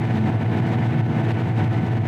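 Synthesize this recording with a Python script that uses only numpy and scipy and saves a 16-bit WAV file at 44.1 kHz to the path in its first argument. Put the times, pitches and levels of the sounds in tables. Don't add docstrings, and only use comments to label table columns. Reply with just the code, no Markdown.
import sys
import numpy as np
from scipy import signal
from scipy.fft import rfft, irfft
from scipy.io import wavfile
from scipy.ndimage import uniform_filter1d, map_coordinates

SR = 44100
rng = np.random.default_rng(int(sys.argv[2]) if len(sys.argv) > 2 else 0)


def digitize_waveform(pressure):
    field = np.atleast_2d(pressure).T
    bounded = np.clip(field, -1, 1)
    quanta = np.round(bounded * 32767).astype(np.int16)
    wavfile.write(sys.argv[1], SR, quanta)


def boost(x):
    u = np.asarray(x, float) / 20
    return 10 ** u


N = 91331
CYCLE_HZ = 19.4995


def unit(x):
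    return x / np.sqrt(np.mean(x ** 2) + 1e-20)


def coloured(x, curve, peaks=()):
    hz = np.fft.rfftfreq(N, 1 / SR)
    f, level = np.transpose(curve)
    db = np.interp(np.log(hz + 1), np.log(f + 1), level)
    for centre, width, height in peaks:
        db = db + height / (1 + (2 * (hz - centre) / width) ** 2)
    return unit(irfft(rfft(x) * boost(db), N))


def wobble(rate):
    points = rng.standard_normal(int(N * rate / SR) + 4)
    return map_coordinates(points, [np.arange(N) * rate / SR])


def tones(hz, rows, drift_db, drift_rad):
    t = np.arange(N) / SR
    total = 0
    for multiple, db in rows:
        level = np.sqrt(2) * boost(db + drift_db * wobble(12))
        phase = 2 * np.pi * (hz * multiple * t + rng.random()) + drift_rad * wobble(6)
        total = total + level * np.sin(phase)
    return total


def locked(hz, rows):
    t = np.arange(N) / SR - 1.0225
    total = 0
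    for multiple, db, crest_ms in rows:
        phase = 2 * np.pi * hz * multiple * (t - crest_ms / 1000) + .1 * wobble(6)
        total = total + np.sqrt(2) * boost(db + 0.4) * np.cos(phase)
    return total


# t/s, level/dB, hold/s
SURGE_TIMES = [(0.001, 5.5, 0.006), (0.06, 6, 0.0051), (0.083, 4, 0.0062), (0.121, 5, 0.0045),
               (0.197, 5.0, 0.03), (0.247, 3.5, 0.0), (0.312, 6.5, 0.0015), (0.364, 6.5, 0.02),
               (0.44, 5.5, 0), (0.47, 7.5, 0.011), (0.507, 3.5, 0.0053), (0.512, 2.5, 0.003), (0.562, 2, 0),
               (0.611, 6, 0.0044), (0.681, 1.5, 0.0047), (0.766, 4.5, 0.0033), (0.817, 1.5, 0.012),
               (0.879, 6, 0.0), (0.915, 2, 0.0075), (0.958, 2.5, 0.022), (1.019, 7.5, 0.03),
               (1.074, 6.5, 0.0095), (1.113, 3, 0.0), (1.136, 4.5, 0.0047), (1.172, 2.0, 0),
               (1.227, 4, 0.0034), (1.271, 2, 0.006), (1.328, 8, 0.0077), (1.392, 1, 0.0095),
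               (1.43, 5, 0.022), (1.489, 4, 0.024), (1.527, 6.5, 0.025), (1.656, 4, 0.0039),
               (1.687, 7, 0.012), (1.749, 3.0, 0.01), (1.803, 5.5, 0.015), (1.852, 6, 0.002),
               (1.894, 6, 0.012), (1.903, 6, 0.0), (1.943, 6, 0.0044), (1.991, 7, 0.038)]


def surge_db():
    rise_s, fall_s = .005, 0.021
    start, db, hold = np.transpose(SURGE_TIMES)[:, :, None]
    late = np.arange(N) / SR - start
    rise = -.5 * (np.minimum(late, 0) / rise_s) ** 2
    fall = -np.maximum(late - hold, 0) / fall_s
    return (db * np.exp(rise + fall)).max(axis=0)


# f/Hz, level/dB per Hz
CAB_AIR = [(20, -42), (55, -19.5), (85, -7.5), (100, 4.5), (125, 5), (145, -7.5), (180, -23.5), (400, -120)]
# multiple of the cycle rate, level/dB rms,
# crest after the common moment/ms
LOW_ORDER_TONES = [(5, -33.5, -1.6), (6, -25.5, .3), (7, -40, 2.6), (8, -36.5, 5.3), (9, -38, 4.5),
                   (12, -35.5, 1.4)]
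# f/Hz, level/dB rms, crest after the common
# moment/ms
CROWDING_TONES = [(100.9, -40.5, .5), (104.69, -39.5, .2), (107.86, -40, .6), (108.54, -40, -3.1),
                  (109.62, -33, 0), (111.25, -37.5, 0), (112.25, -40.5, -2.7), (112.8, -33.5, 0),
                  (124.65, -35.5, -.2), (127.88, -37, 3.6), (128.63, -40, -3.5), (130.75, -40, 3.7),
                  (131.58, -38, 1.8), (150.33, -36.5, 1.7)]


def boom():
    rumble = boost(-32) * coloured(rng.standard_normal(N), CAB_AIR)
    x = rumble + locked(CYCLE_HZ, LOW_ORDER_TONES[:3]) + locked(1, CROWDING_TONES)
    power = uniform_filter1d(uniform_filter1d(x ** 2, size=600), size=600)
    size = np.sqrt(np.abs(power)) / np.std(x)
    evened = x / (size + 0.09) ** 0.4
    surge = surge_db()
    swell = boost(.8 * (surge - surge.mean()))
    return swell * evened + locked(CYCLE_HZ, LOW_ORDER_TONES[3:])


# f/Hz, level/dB
BLOCK = [(200, -67.5), (340, -6.1), (565, -10.5), (900, -10.5), (1100, -18.5), (2100, -16.5), (3000, -27),
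         (6000, -119)]
# f/Hz, level/dB
BRIGHT_HISS = [(1500, -88), (3000, 3.5), (3700, 7), (5000, -2.5), (7000, -9.6), (9500, -16), (13500, -20),
               (15700, -43)]
# f/Hz, width/Hz, level/dB
SINGING_STEEL = [(920, 60, 4), (6080, 100, 7), (6750, 150, 4), (7640, 100, 5), (7860, 120, 6),
                 (8940, 100, 6), (9330, 80, 5), (10490, 70, 8), (10720, 70, 10), (12330, 150, 13),
                 (12920, 80, 5)]
# t/s, level/dB
CLATTER_SWELLS = [
    (.102, 2),
    (.285, 2.5),
    (.53, 1.5),
    (.585, 1.5),
    (.735, 2),
    (1.165, 1.5),
    (1.308, 2),
    (1.6, 2.5),
]


def clatter():
    cycle = np.arange(N) / SR * CYCLE_HZ
    size = 2048
    same = rng.standard_normal(size)[(cycle % 1 * size).astype(int)]
    firing = .08 * np.sin(2 * np.pi * 6 * cycle)
    whole_cycle = .11 * np.sin(2 * np.pi * cycle)
    half_bank = .08 * np.sin(2 * np.pi * 3 * cycle)
    beat = 1 + firing + whole_cycle + half_bank
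    clatter_swell_db = 0
    for start, db in CLATTER_SWELLS:
        clatter_swell_db = clatter_swell_db + db * np.exp(-.5 * ((cycle / CYCLE_HZ - start) / .014) ** 2)
    knocks = boost(-8.5) * same + rng.standard_normal(N)
    raw = beat * knocks * boost(clatter_swell_db + 0.3 * wobble(8.9))
    body = boost(-34.3) * coloured(raw, BLOCK, SINGING_STEEL)
    fluttering = raw * boost(1.3 * wobble(45))
    return body + boost(-53.8) * coloured(fluttering, BRIGHT_HISS, SINGING_STEEL)


# multiple of the cycle rate, level/dB rms
ENGINE_TONES = [(11, -42), (15, -42), (24, -46.5), (53, -64), (59, -62), (90, -52)]
# multiple of its rate, level/dB rms
PISTON_TONES = [(1, -35), (2, -45.5), (3, -54), (4, -58.5)]
# multiple of its rate, level/dB rms
GEAR_TONES = [(1, -41), (2, -50)]
# multiple of its rate, level/dB rms
FAN_PUMP_TONES = [(1, -47), (2, -60), (4, -66)]
# multiple of its rate, level/dB rms
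BELT_TONES = [(1, -46)]


def whines():
    parts = [(330.8, PISTON_TONES), (749.5, GEAR_TONES), (848.8, FAN_PUMP_TONES), (676.8, BELT_TONES)]
    steady = sum(tones(hz, rows, drift_db=.4, drift_rad=.08) for hz, rows in parts)
    return tones(CYCLE_HZ, ENGINE_TONES[1:], drift_db=1.4, drift_rad=0.11) + steady


# f/Hz, level/dB per Hz
PANELS = [(60, -90.5), (120, -12), (150, 0.5), (200, -8.5), (250, -7.5), (330, -15), (430, -16.5),
          (900, -120)]
# multiple of its rate, level/dB rms
COOLING_FAN_TONES = [(2, -41.5)]


def drone():
    lumps = boost(-30.5 + 1.4 * wobble(5.54) + 0.85 * wobble(7.1))
    panels = lumps * coloured(rng.standard_normal(N), PANELS)
    engine = tones(CYCLE_HZ, ENGINE_TONES[:1], drift_db=6, drift_rad=0.45)
    fan = tones(109.63, COOLING_FAN_TONES, drift_db=-2.0, drift_rad=0.74)
    return panels + engine + fan


def scene():
    return (boom() + clatter() + whines() + drone())[None]


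def roll_off(x):
    return signal.sosfilt(signal.butter(12, 15720, fs=SR, output="sos"), x)


def record(dry):
    ceiling, knee = .36, 4
    ducked = dry * boost(3.2 - surge_db())
    mix = ducked / (1 + np.abs(ducked / ceiling) ** knee) ** (1 / knee)
    return roll_off(mix)


dry = scene()
out = record(dry)
digitize_waveform(out)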